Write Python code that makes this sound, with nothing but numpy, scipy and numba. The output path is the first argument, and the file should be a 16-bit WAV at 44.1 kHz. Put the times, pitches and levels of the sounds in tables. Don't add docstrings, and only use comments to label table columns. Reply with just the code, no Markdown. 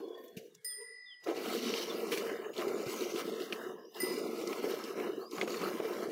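import sys
import numpy as np
from scipy import signal
from scipy.fft import rfft, irfft, next_fast_len
from scipy.io import wavfile
from scipy.ndimage import uniform_filter1d
from numba import njit

SR = 44100
rng = np.random.default_rng(int(sys.argv[2]) if len(sys.argv) > 2 else 0)


def volts_from_db(level):
    exponent = np.asarray(level, float) / 20
    return 10 ** exponent


def unload_audio(sound):
    columns = np.transpose(np.atleast_2d(sound))
    steps = np.round(np.clip(columns, -1, 1) * 32767)
    wavfile.write(sys.argv[1], SR, steps.astype(np.int16))


N = 269451
TIME = np.arange(N) / SR


def unit_rms(x):
    return x / np.sqrt(np.mean(x ** 2))


@njit
def grains(rows, n):
    y = np.zeros(n)
    for r in rows:
        first, length = int(r[0] * SR), int(5 * r[2] * SR / r[1])
        phasor = r[3] + 0j
        advance = np.exp((2j * np.pi - 1 / r[2]) * r[1] / SR)
        glide = np.exp(2j * np.pi * r[1] * r[4] / SR / length)
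        for k in range(first, min(first + length, n)):
            y[k] += phasor.imag
            phasor *= advance
            advance *= glide
    return y


def walk(rate, size=N):
    k = int(SR / rate)
    held = np.repeat(rng.standard_normal(size // k + 1), k)
    return 1.12 * uniform_filter1d(uniform_filter1d(held, k), k)[:size]


def resonances(hz, peaks, order=2):
    return sum(gain_db / (1 + (2 * (hz - f) / width) ** order) for f, width, gain_db in peaks)


def colour(x, table, lo_hz, hi_hz, rings=()):
    size = 8192
    hz, own = signal.welch(x, SR, nperseg=size)
    hz = hz + 1
    table_hz, table_db = np.transpose(table)
    db = np.interp(np.log(hz), np.log(table_hz), table_db)
    db = db - 10 * np.log10(uniform_filter1d(own, size=41) + 1e-18)
    db = db - 10 * np.log10((1 + (lo_hz / hz) ** 8) * (1 + (hz / hi_hz) ** 8))
    db = db + resonances(hz, rings)
    cepstrum = irfft(db * np.log(10) / 20)
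    cepstrum[1:size // 2] *= 2
    cepstrum[size // 2 + 1:] = 0
    response = irfft(np.exp(rfft(cepstrum)))
    return unit_rms(signal.fftconvolve(x, response)[:N])


def arch(start, length, power):
    span = slice(int(start * SR), int((start + length) * SR))
    part = (TIME[span] - start) / length
    return span, part, np.abs(np.sin(np.pi * part)) ** power


def yard_air():
    # t/s, level/dB
    yard = [(0, 4.5), (.9, 10), (1.2, 8), (1.4, 16), (6.11, 18)]
    # f/Hz, level/dB per Hz
    floor = [(30, 18), (90, -3), (200, -10), (700, -9), (1500, -15), (3000, -20), (8000, -26), (15700, -26)]
    swell_db = 3 * walk(3.1)
    level_db = -70.5 + np.interp(TIME, *np.transpose(yard)) + swell_db
    return volts_from_db(level_db) * colour(rng.standard_normal(N), floor, 24.0, 13000)


def insects():
    # start t/s, end t/s, f/Hz, width/Hz, level/dB
    buzzes = [(0, .37, 3400, 200, -60), (0, .33, 1050, 130, -55), (0, .53, 670, 130, -58),
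              (.85, 1.15, 4345, 120, -72), (.15, .37, 1830, 110, -59), (.55, .952, 1700, 140, -68),
              (.22, .53, 4330, 110, -72), (0, .18, 5000, 100, -74), (0, .1, 4300, 150, -70),
              (.13, .27, 4600, 120, -71), (.12, .2, 1560, 90, -70), (.49, .53, 880, 90, -63),
              (0, .36, 480, 80, -52), (.4, .62, 470, 120, -55), (.53, .8, 450, 90, -57),
              (.375, .63, 150, 130, -65), (.7, 1.05, 450, 90, -54), (.7, .86, 590, 70, -68),
              (.71, .745, 1270, 60, -70), (.58, .632, 2170, 70, -67), (.79, .88, 960, 70, -66),
              (.8, .835, 2600, 80, -67)]
    out = np.zeros(N)
    for start, end, hz, width, db in buzzes:
        span, part, shape = arch(start, end - start, 0.49)
        wander = walk(width, size=len(part)) + 1j * walk(width, size=len(part))
        tone = (wander * np.exp(2j * np.pi * hz * TIME[span])).real
        out[span] += volts_from_db(db - 11.6 * part + 4.1 * walk(26.7, size=len(part))) * shape * tone
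    return out


def birds():
    # start t/s, length t/s, first f/Hz, last f/Hz, level/dB
    notes_sung = [(0.508, 0.11, 3780, 3200, -76), (0.685, 0.055, 3590, 3180, -65),
                  (1.056, 0.094, 3740, 2990, -60), (1.478, 0.13, 3400, 2830, -63),
                  (1.897, 0.02, 3710, 3400, -48), (1.917, 0.052, 3690, 5060, -55),
                  (2.218, 0.098, 5700, 6330, -69), (2.42, 0.17, 6300, 7000, -71),
                  (2.54, 0.12, 6800, 7300, -83), (2.67, 0.2, 7150, 7150, -71),
                  (2.86, 0.092, 7270, 8000, -62), (3.785, 0.042, 4820, 5520, -75),
                  (3.835, 0.082, 5280, 6300, -68), (5.118, .09, 3610, 4100, -71.5),
                  (5.205, 0.11, 4250, 5260, -63), (4.89, 0.048, 5500, 6400, -72)]
    out = np.zeros(N)
    for s, length, start_hz, end_hz, db in notes_sung:
        hoarse = .32 if start_hz + end_hz < 2 * 8000 else .8
        span, part, shape = arch(s, length, 0.26)
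        hz = (start_hz + (end_hz - start_hz) * part) * (1 + 0.042 * hoarse * walk(400, size=len(part)))
        whistle = np.sin(2 * np.pi * np.cumsum(hz) / SR)
        out[span] += volts_from_db(db + 4.0 + 13.0 * hoarse * walk(74, size=len(part))) * shape * whistle
    age = TIME[:SR // 3]
    tail = volts_from_db(-43.0) * rng.standard_normal(len(age)) * np.exp(-age / 0.054)
    return out + signal.fftconvolve(out, tail)[:N]


def bell():
    strikes = {.6455: [(-54, 11, 0.091, 0.71), (-52.5, 18, 0.071, 1), (-68, 23, .2, 0.6),
               (-46.5, 38.5, 0.22, 0.93), (-40.5, 77.5, 0.39, 0.97), (-70, 188, .3, .5), (-55, 109, .3, .5),
               (-48.5, 154, .2, 0.4)], 4.0005: [(-65, 58, .2, 0.6), (-42.5, 84, 0.29, 0.9),
               (-51, 63, .01, 0.7), (-45.5, 67, 0.38, .95), (-54, 63, 0.51, 1), (-40.5, 131, 0.19, 0.9),
               (-47, 202, 0.15, .8), (-41.5, 130, 0.17, 0.9)]}
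    bell_hz = [1956, 2005.5, 4968, 5016, 9066, 9114, 14128, 14157]
    swing_hz = 0.94
    out = 0
    for hit, partials in strikes.items():
        age = np.clip(TIME - hit, 0, None)
        onset = np.clip(age / 0.0038, 0, 1)
        for hz, (db, fade_db, away_s, depth) in zip(bell_hz, partials):
            facing = np.sqrt(1 - (depth * np.cos(2 * np.pi * swing_hz * (age - away_s))) ** 2)
            out = out + onset * volts_from_db(db + 5 - fade_db * age) * facing * np.sin(2 * np.pi * hz * age)
        bright_noise = np.diff(rng.standard_normal(N + 1))
        out = out + volts_from_db(-47.5) * (age > 0) * np.exp(-age / 0.011) * bright_noise
    return out


def low_knocks(table, cycles, soft_s, trim_db):
    s, db, hz = np.transpose(table)
    ring = grains(np.c_[s, hz, cycles + 0 * s, volts_from_db(db + trim_db), .05 + 0 * s], N)
    push = np.hanning(int(soft_s * SR) + 3)
    return np.convolve(ring, push / push.sum())[:N]


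def thumps():
    # t/s, peak level/dB, f/Hz
    knocks = [
        (0.368, -38.5, 198),
        (2.863, -40.5, 130),
        (6.078, -45, 272),
    ]
    return low_knocks(knocks, 1.0, 0.0018, 7.9)


def gulps():
    # t/s, peak level/dB, f/Hz
    pockets = [(1.271, -14, 470), (1.374, -14, 370), (1.48, -20, 434), (1.548, -8.5, 456), (2.2, -20, 406),
               (2.232, -15, 395), (2.315, -14, 391), (2.668, -7, 396), (2.584, -12.5, 355),
               (2.742, -9.5, 391), (3.012, -11, 358), (3.145, -9, 361), (3.406, -26, 383),
               (3.663, -15, 370), (3.69, -17, 378), (5.053, -12, 385), (5.093, -11, 414), (.002, -21, 330),
               (.058, -25, 336), (4.032, -7, 365), (4.107, -9.5, 371), (4.4, -14, 438), (4.489, -18, 428),
               (4.641, -7, 427), (5.176, -11.5, 374), (5.331, -21, 312), (5.426, -9, 434),
               (5.477, -10.5, 495), (5.561, -13.5, 447), (5.631, -11.5, 355), (5.738, -19, 328),
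               (5.8, -14.5, 330)]
    less_bass = signal.butter(2, 220, "high", fs=SR, output="sos")
    return signal.sosfilt(less_bass, low_knocks(pockets, 4.94, 0.0014, -15.5))


def slaps():
    # t/s, peak level/dB, f/Hz
    jet_slaps = [(0.1354, -63, 3660), (0.5504, -38, 6100), (0.8144, -71, 4900), (1.2412, -36, 4740),
                 (1.272, -33, 2130), (1.7391, -21, 2650), (2.1285, -22, 2380), (2.14, -24, 2617),
                 (2.175, -24, 2360), (2.565, -31.5, 3800), (2.579, -25, 3800), (2.593, -26, 2340),
                 (2.6167, -28, 2400), (2.6793, -40, 2550), (3.1593, -27.5, 2820), (3.4007, -30, 3040),
                 (3.5248, -19, 2700), (3.945, -36, 3960), (4.02, -27, 5010), (4.4738, -25, 5300),
                 (4.5291, -27.5, 2590), (4.8396, -28, 5300), (5, -29.5, 2160), (5.1185, -43, 2640),
                 (5.311, -31, 4340), (5.382, -31, 1900), (5.413, -17.5, 2260), (5.418, -25, 2120),
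                 (5.4763, -28, 2650), (5.542, -28, 2100), (5.6167, -26.5, 2350), (5.8008, -34.5, 2500),
                 (5.8526, -31.5, 2330),
                 (0.084, -51, 4530), (.179, -60, 1490), (.256, -58, 5000), (.281, -53, 2400), (.281, -43, 6360),
             (.826, -43, 8050), (1.627, -49, 1040), (2.445, -46, 12500), (2.496, -36, 12400),
             (3.918, -45, 10200), (3.763, -53, 6810), (5.16, -42, 5700), (2.295, -30, 1590),
             (2.385, -43, 980), (2.445, -34.5, 1750), (3.597, -34.5, 1110), (3.648, -35.5, 1040),
             (3.691, -36, 1070), (3.918, -82.5, 3370), (5.067, -38, 1075), (5.382, -29, 1050),
             (5.476, -28, 1200), (5.542, -32, 1100), (5.618, -32, 1160), (5.681, -29, 1110),
             (5.801, -27, 680)]
    s, db, hz = np.repeat(np.array(jet_slaps), 16, axis=0).T
    u = rng.random((len(s), 3))
    late_s = 0.01 * u[:, 0] ** 2
    octaves = 2.31 * ((np.arange(len(s)) % 16 + u[:, 1]) / 16) ** 2 - .18
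    bubble_hz = np.clip(hz * 2 ** octaves, 500, 15000)
    size = volts_from_db(db - 6 - 600 * late_s - 6.0 * np.abs(octaves) - 5 * u[:, 2])
    return grains(np.c_[s + late_s, bubble_hz, 2.4 + 0 * s, size, .15 + 0 * s], N)


def flow():
    # t/s, length t/s, force/dB, spray over usual/dB, droop/dB
    trickles = [(-.05, 0.45, -40, -16, 12.5), (0.154, 0.16, -80, 16, 12), (0.333, 0.2, -42, -49, 8),
                (0.51, 0.9, -65.5, -15, 9), (0.405, 0.1, -61.5, 14.5, 6.5), (2.33, 0.18, -51.5, 8.5, 10),
                (3.59, 0.36, -54.5, 5.5, 9.5), (5.11, 0.16, -54, 6, 5)]
    # t/s, length t/s, force level/dB, spray over usual/dB, droop to the end/dB
    squirts = [(1.229, 0.03, -54, 24, 19), (1.253, 0.082, -29, -10.5, 3.5), (1.331, 0.13, -39, 4.5, 0),
               (1.451, 0.14, -39.5, 8.5, 0), (1.598, 0.29, -40, 11.5, 2.5), (1.871, 0.3, -37.5, 3, 1),
               (2.149, 0.18, -37, 0.5, 3), (2.31, 0.21, -39.5, -3, 4.5), (2.545, 0.29, -37, 0, -1),
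               (2.826, 0.39, -39.5, 7, 1), (3.215, 0.21, -36.5, 1.5, 5.5), (3.376, 0.21, -39.5, 3, 7.5),
               (3.549, 0.38, -42, -1, 11), (3.926, 0.11, -50.5, 10, -5), (4.004, 0.19, -39, 4.5, -2),
               (4.173, 0.425, -39, 4.5, -0.5), (4.6, 0.41, -38, 3.5, 8), (4.941, 0.15, -35.5, -4.5, 0),
               (5.089, 0.21, -37.5, -7.5, 12), (5.299, 0.1, -46, 8, -4.5), (5.37, 0.1, -40, 1.5, 1),
               (5.466, 0.15, -39.5, 6, 3), (5.577, 1, -38, 0, -4.5)]
    # t/s, length t/s, force level/dB, spray over usual/dB
    splatters = [(0.174, .04, -57, 14.5), (0.233, 0.07, -64, 21.5), (0.365, 0.059, -54, 27),
                 (0.453, 0.029, -64, 13), (0.543, 0.017, -60, 24), (0.645, 0.055, -64, 12.5),
                 (0.806, 0.05, -63.5, 20), (1.503, 0.04, -53, 3), (2.114, 0.1, -35.5, 14),
                 (2.171, 0.023, -40.5, 24), (2.53, 0.089, -52.5, 19.5), (2.679, 0.013, -30, 12.5),
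                 (3.52, 0.04, -33.5, 4), (3.91, 0.025, -59, 14), (3.694, 0.025, -56, 2),
                 (4.635, 0.041, -25, -13), (5.016, 0.06, -65, 17), (5.425, 0.04, -28, 0.5),
                 (5.473, 0.015, -34, 10), (5.61, 0.21, -31.5, -1), (5.796, 0.023, -38, 4)]
    # level under the force/dB, share of the spray, share of the droop
    sizes = [(-1.5, 0.22, 1.13), (-11, 0.39, 1.1), (-17.5, 0.88, 1.01), (-22, 0.86, 1.09)]
    squeeze_s, splat_s, let_go_s = .035, .008, .02
    rows = [(*r, squeeze_s, 2) for r in trickles + squirts]
    rows += [(*r, 19.5, splat_s, 1) for r in splatters]
    power = np.full((4, N), 1e-14)
    for s, length, force_db, spray_db, droop_db, rise_s, bend in rows:
        span = slice(max(int(s * SR), 0), int((s + length + 8 * let_go_s) * SR))
        age = TIME[span] - s
        droop = droop_db * np.clip(age / length, 0, 1) ** bend
        gate = np.clip(age / rise_s, 0, 1) * np.exp(-np.clip(age - length, 0, None) / let_go_s)
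        for size, (under_db, spray, fade) in zip(power, sizes):
            size[span] += (gate * volts_from_db(force_db + under_db + spray * spray_db - fade * droop)) ** 2
    spatter_db = 10 * np.log10(power[2])
    weak = .09 * (-56 - spatter_db)
    return np.sqrt(power), weak


def drops(count, lo_hz, hi_hz, cycles, scatter_db, glide, wash):
    u = rng.random((count, 3))
    s = u[:, 0] * N / SR
    hz = lo_hz * (hi_hz / lo_hz) ** u[:, 1]
    size = volts_from_db(-scatter_db * np.log(u[:, 2]))
    rows = np.c_[s, hz, np.full(count, cycles), size, np.full(count, glide)]
    return unit_rms(grains(rows, N)) + wash * rng.standard_normal(N)


def banded(x, makeup_db=2.5):
    # f/Hz, width/Hz, level/dB
    gaps = [(1390, 47, -13), (2030, 78, -16), (2330, 390, -9), (3400, 260, -2), (4370, 340, -27),
            (5420, 250, -18), (8260, 330, -21), (9200, 650, -9), (10600, 310, -5), (11700, 230, 1),
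            (13100, 220, -14)]
    size = next_fast_len(N)
    hz = np.fft.rfftfreq(size, 1 / SR)
    return irfft(rfft(x, size) * volts_from_db(resonances(hz, gaps) + makeup_db), size)[:N]


def landing(x):
    # start t/s, end t/s, f/Hz, width/Hz, level/dB
    nulls = [(0, 0.49, 1300, 250, -13), (.3, 0.475, 990, 250, -8), (0, 0.182, 1870, 500, -14),
             (0.062, .3, 2700, 250, -17), (1.433, 1.73, 1890, 110, -4.5), (1.93, 2.108, 1830, 129, -5),
             (1.956, 2.117, 1550, 119, -13), (1.966, 2.018, 6460, 3000, -4.5), (1.997, 2.11, 3440, 400, -9),
             (0.586, 1.406, 192, 109.5, -20), (0, 0.313, 159, 93, -34), (2.62, 2.88, 3230, 200, -5),
             (2.88, 3.145, 1770, 120, -23), (2.902, 3.097, 7450, 250, -6), (3.303, 3.529, 2350, 248, -28),
             (3.568, 3.973, 2280, 300, -14), (3.68, 3.913, 4470, 500, -11), (3.89, 3.957, 1480, 378, -18),
             (4.155, 4.638, 1810, 121, -20), (4.208, 4.58, 1565, 130, -14), (4.142, 4.347, 3180, 218, -12),
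             (4.503, 4.661, 3800, 197, -9), (4.75, 4.891, 4970, 199, -10), (4.892, 5.35, 3420, 200, -19),
             (4.914, 5.199, 4570, 300, -13), (5.104, 5.334, 2560, 350, 2), (5.295, 5.36, 1700, 400, -8),
             (5.553, 5.72, 3257, 200, -4), (5.695, 5.86, 4440, 200, -7), (5.655, 5.905, 7600, 500, -8),
             (5.984, 6.112, 3700, 203, -19)]
    # start t/s, end t/s, f/Hz, width/Hz, level/dB
    blooms = [(1.473, 1.55, 7600, 1200, 6.5), (1.5, 1.95, 4100, 1400, 4), (1.1, 1.6, 770, 220, 3.5),
              (5.2, 5.7, 1180, 210, 5), (2.24, 2.6, 3000, 300, 5.5), (0.18, 0.37, 13500, 3800, 12),
              (1.59, 1.94, 5700, 1100, 5.5), (1.63, 1.9, 3030, 350, 5.5), (2.2, 2.9, 740, 397, 2),
              (2.287, 2.522, 1790, 470, 8.5), (2.1, 2.2, 3460, 200, 3.5), (2.303, 2.4, 5000, 250, 5),
              (2.35, 2, 5800, 190, 3.5), (2.623, 3, 6840, 560, 5), (2.9, 3.15, 6200, 990, 5.5),
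              (3.302, 3.5, 3620, 360, 4.5), (3.46, 4.1, 2830, 370, 3.5), (3.697, 4.07, 860, 530, 4.5),
              (3.4, 4, 1760, 400, 6.5), (3.594, 3.9, 3720, 310, 4.5), (3.8, 4, 5040, 500, 8.5),
              (3.2, 4.5, 240, 83, 1.5), (4.306, 3.9, 4330, 500, 4.5), (4.603, 4.62, 2900, 2000, 6.5),
              (4.657, 5, 5300, 520, 4), (5, 5.2, 2950, 320, 6.5), (5.23, 5.5, 820, 520, 4),
              (5.35, 5.7, 190, 68, 7.5), (5.5, 5.7, 4400, 700, 6), (5.3, 5.566, 6800, 890, 7),
              (5.8, 5.7, 6800, 1100, 7), (2.34, 2.55, 15400, 3600, 3), (5.21, 5.32, 12000, 6200, 6),
              (5.1, 5.3, 4700, 2000, 4), (2.35, 2.52, 4200, 2300, 2), (3.6, 3.76, 5600, 1700, 2),
              (1.28, 1.53, 3600, 2000, 1.5), (1.36, 1.75, 250, 57, 11), (6.5, 5.9, 5800, 800, 3)]
    hop, size = 256, 1024
    hz, s, z = signal.stft(x, SR, nperseg=size, noverlap=size - hop)
    patches = rng.standard_normal(z.shape)
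    for _ in range(2):
        patches = uniform_filter1d(patches, size=5, axis=0)
        patches = uniform_filter1d(patches, size=7, axis=1)
    db = 1.2 * unit_rms(patches) * (hz > 600)[:, None]
    for start, end, f, width, gain_db in nulls + blooms:
        held = np.clip(np.minimum(s - start, end - s) / 0.055 + .5, 0, 1)
        db = db + np.outer(resonances(hz, [(f, width, gain_db)], order=4), held)
    return signal.istft(z * volts_from_db(db), SR, nperseg=size, noverlap=size - hop)[1][:N]


def jets():
    # f/Hz, level/dB per Hz
    pail = [(35, -21), (60, -62.5), (197, -12.5), (273, -7.5), (344, -4.5), (445, 2.5), (511, -9),
            (854, -22.5), (1300, -18.5), (1840, -23.5), (2070, -20.5), (3300, -24), (5770, -26),
            (8570, -29), (15700, -19.5)]
    # f/Hz, width/Hz, level/dB
    rings = [(222.4, 51, 7), (355, 52, 8), (464.8, 23, 3.5), (567, 99, 4.5), (725, 170, 4), (1051, 143, 6),
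             (1306, 86, 6.5), (1700, 140, 3), (1977, 49, -1.5), (2073, 420, 5), (2340, 29, 8),
             (2507, 30, -7), (2870, 310, 4.5), (3400, 29, -12), (3800, 120, 0.5), (4400, 70, 6),
             (5010, 85, 4.5), (5700, 380, 2), (6950, 2200, 1)]
    # f/Hz, width/Hz, level/dB
    fizz_rings = [(7500, 81, -14), (7860, 190, 7.5), (8990, 1240, 8), (10140, 810, 3), (12000, 3500, 6.5),
                  (13600, 390, -3), (14700, 580, 6.5)]
    (gurgling, splashing, spattering, hissing), weak = flow()
    waver, pulse = walk(18), walk(12)

    gurgle = drops(count=4000, lo_hz=114.2, hi_hz=910, cycles=1.88, scatter_db=1.37, glide=0.27, wash=0.046)
    splash = drops(count=12000, lo_hz=618.5, hi_hz=2260, cycles=3.3, scatter_db=1.0, glide=0.094, wash=0.12)
    spatter = drops(count=30000, lo_hz=1695, hi_hz=8040, cycles=4.8, scatter_db=1.6, glide=0.12, wash=0.4)
    hiss = drops(count=30000, lo_hz=6540, hi_hz=17450, cycles=19.0, scatter_db=2.0, glide=0.033, wash=1.0)
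    gurgle = colour(gurgle, pail, 47, 950, rings)
    splash = colour(splash, pail, 697, 1806, rings)
    spatter = colour(spatter, pail, 2270, 6800, rings)
    hiss = colour(hiss, pail, 6900, 18300, fizz_rings)

    gurgle = gurgle * gurgling * volts_from_db(0.13 * waver)
    spray = splash * splashing * volts_from_db(2.0 * waver)
    spray = spray + spatter * spattering * volts_from_db(2.5 + 0.24 * waver + 1.4 * pulse)
    spray = spray + hiss * hissing * volts_from_db(0.5 + 0.6 * waver + pulse + 1.4 * walk(21.05))
    spray = spray * volts_from_db(1.6 * walk(55))
    weak = np.clip(weak + .12 * walk(5.8), 0, 1)
    return landing(gurgle + (1 - weak) * spray + weak * banded(spray))


def scene():
    background = yard_air() + insects() + birds() + bell()
    return (background + thumps() + gulps() + slaps() + jets())[None]


def denoise(x, memory_s=0.78, smooth_s=0.076, strength=0.093, depth_db=-16):
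    hop, size = 256, 1024
    z = signal.stft(x, SR, nperseg=size, noverlap=size - hop)[2]
    now = uniform_filter1d(np.abs(z) ** 2, max(int(smooth_s * SR / hop), 1), axis=-1)
    now = uniform_filter1d(now, size=3, axis=-2) + 1e-18
    keep = np.exp(-hop / SR / memory_s)
    broad = np.exp(uniform_filter1d(np.log(now), size=15, axis=-2))
    learnt = signal.lfilter([1 - keep], [1, -keep], broad, axis=-1, zi=keep * broad[..., :1])[0]
    gain = np.maximum(1 - strength * learnt / now, volts_from_db(depth_db))
    return signal.istft(z * gain, SR, nperseg=size, noverlap=size - hop)[1][..., :N]


def top_cut(x):
    return signal.sosfilt(signal.butter(12, 16470, fs=SR, output="sos"), x)


def record(dry):
    thin_bass = signal.butter(3, 130, "high", fs=SR, output="sos")
    cut_top = signal.ellip(10, .2, 70, 15720, fs=SR, output="sos")
    x = denoise(signal.sosfilt(thin_bass, dry))
    x = signal.sosfilt(cut_top, x)
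    return top_cut(x)


dry = scene()
out = record(dry)
unload_audio(out)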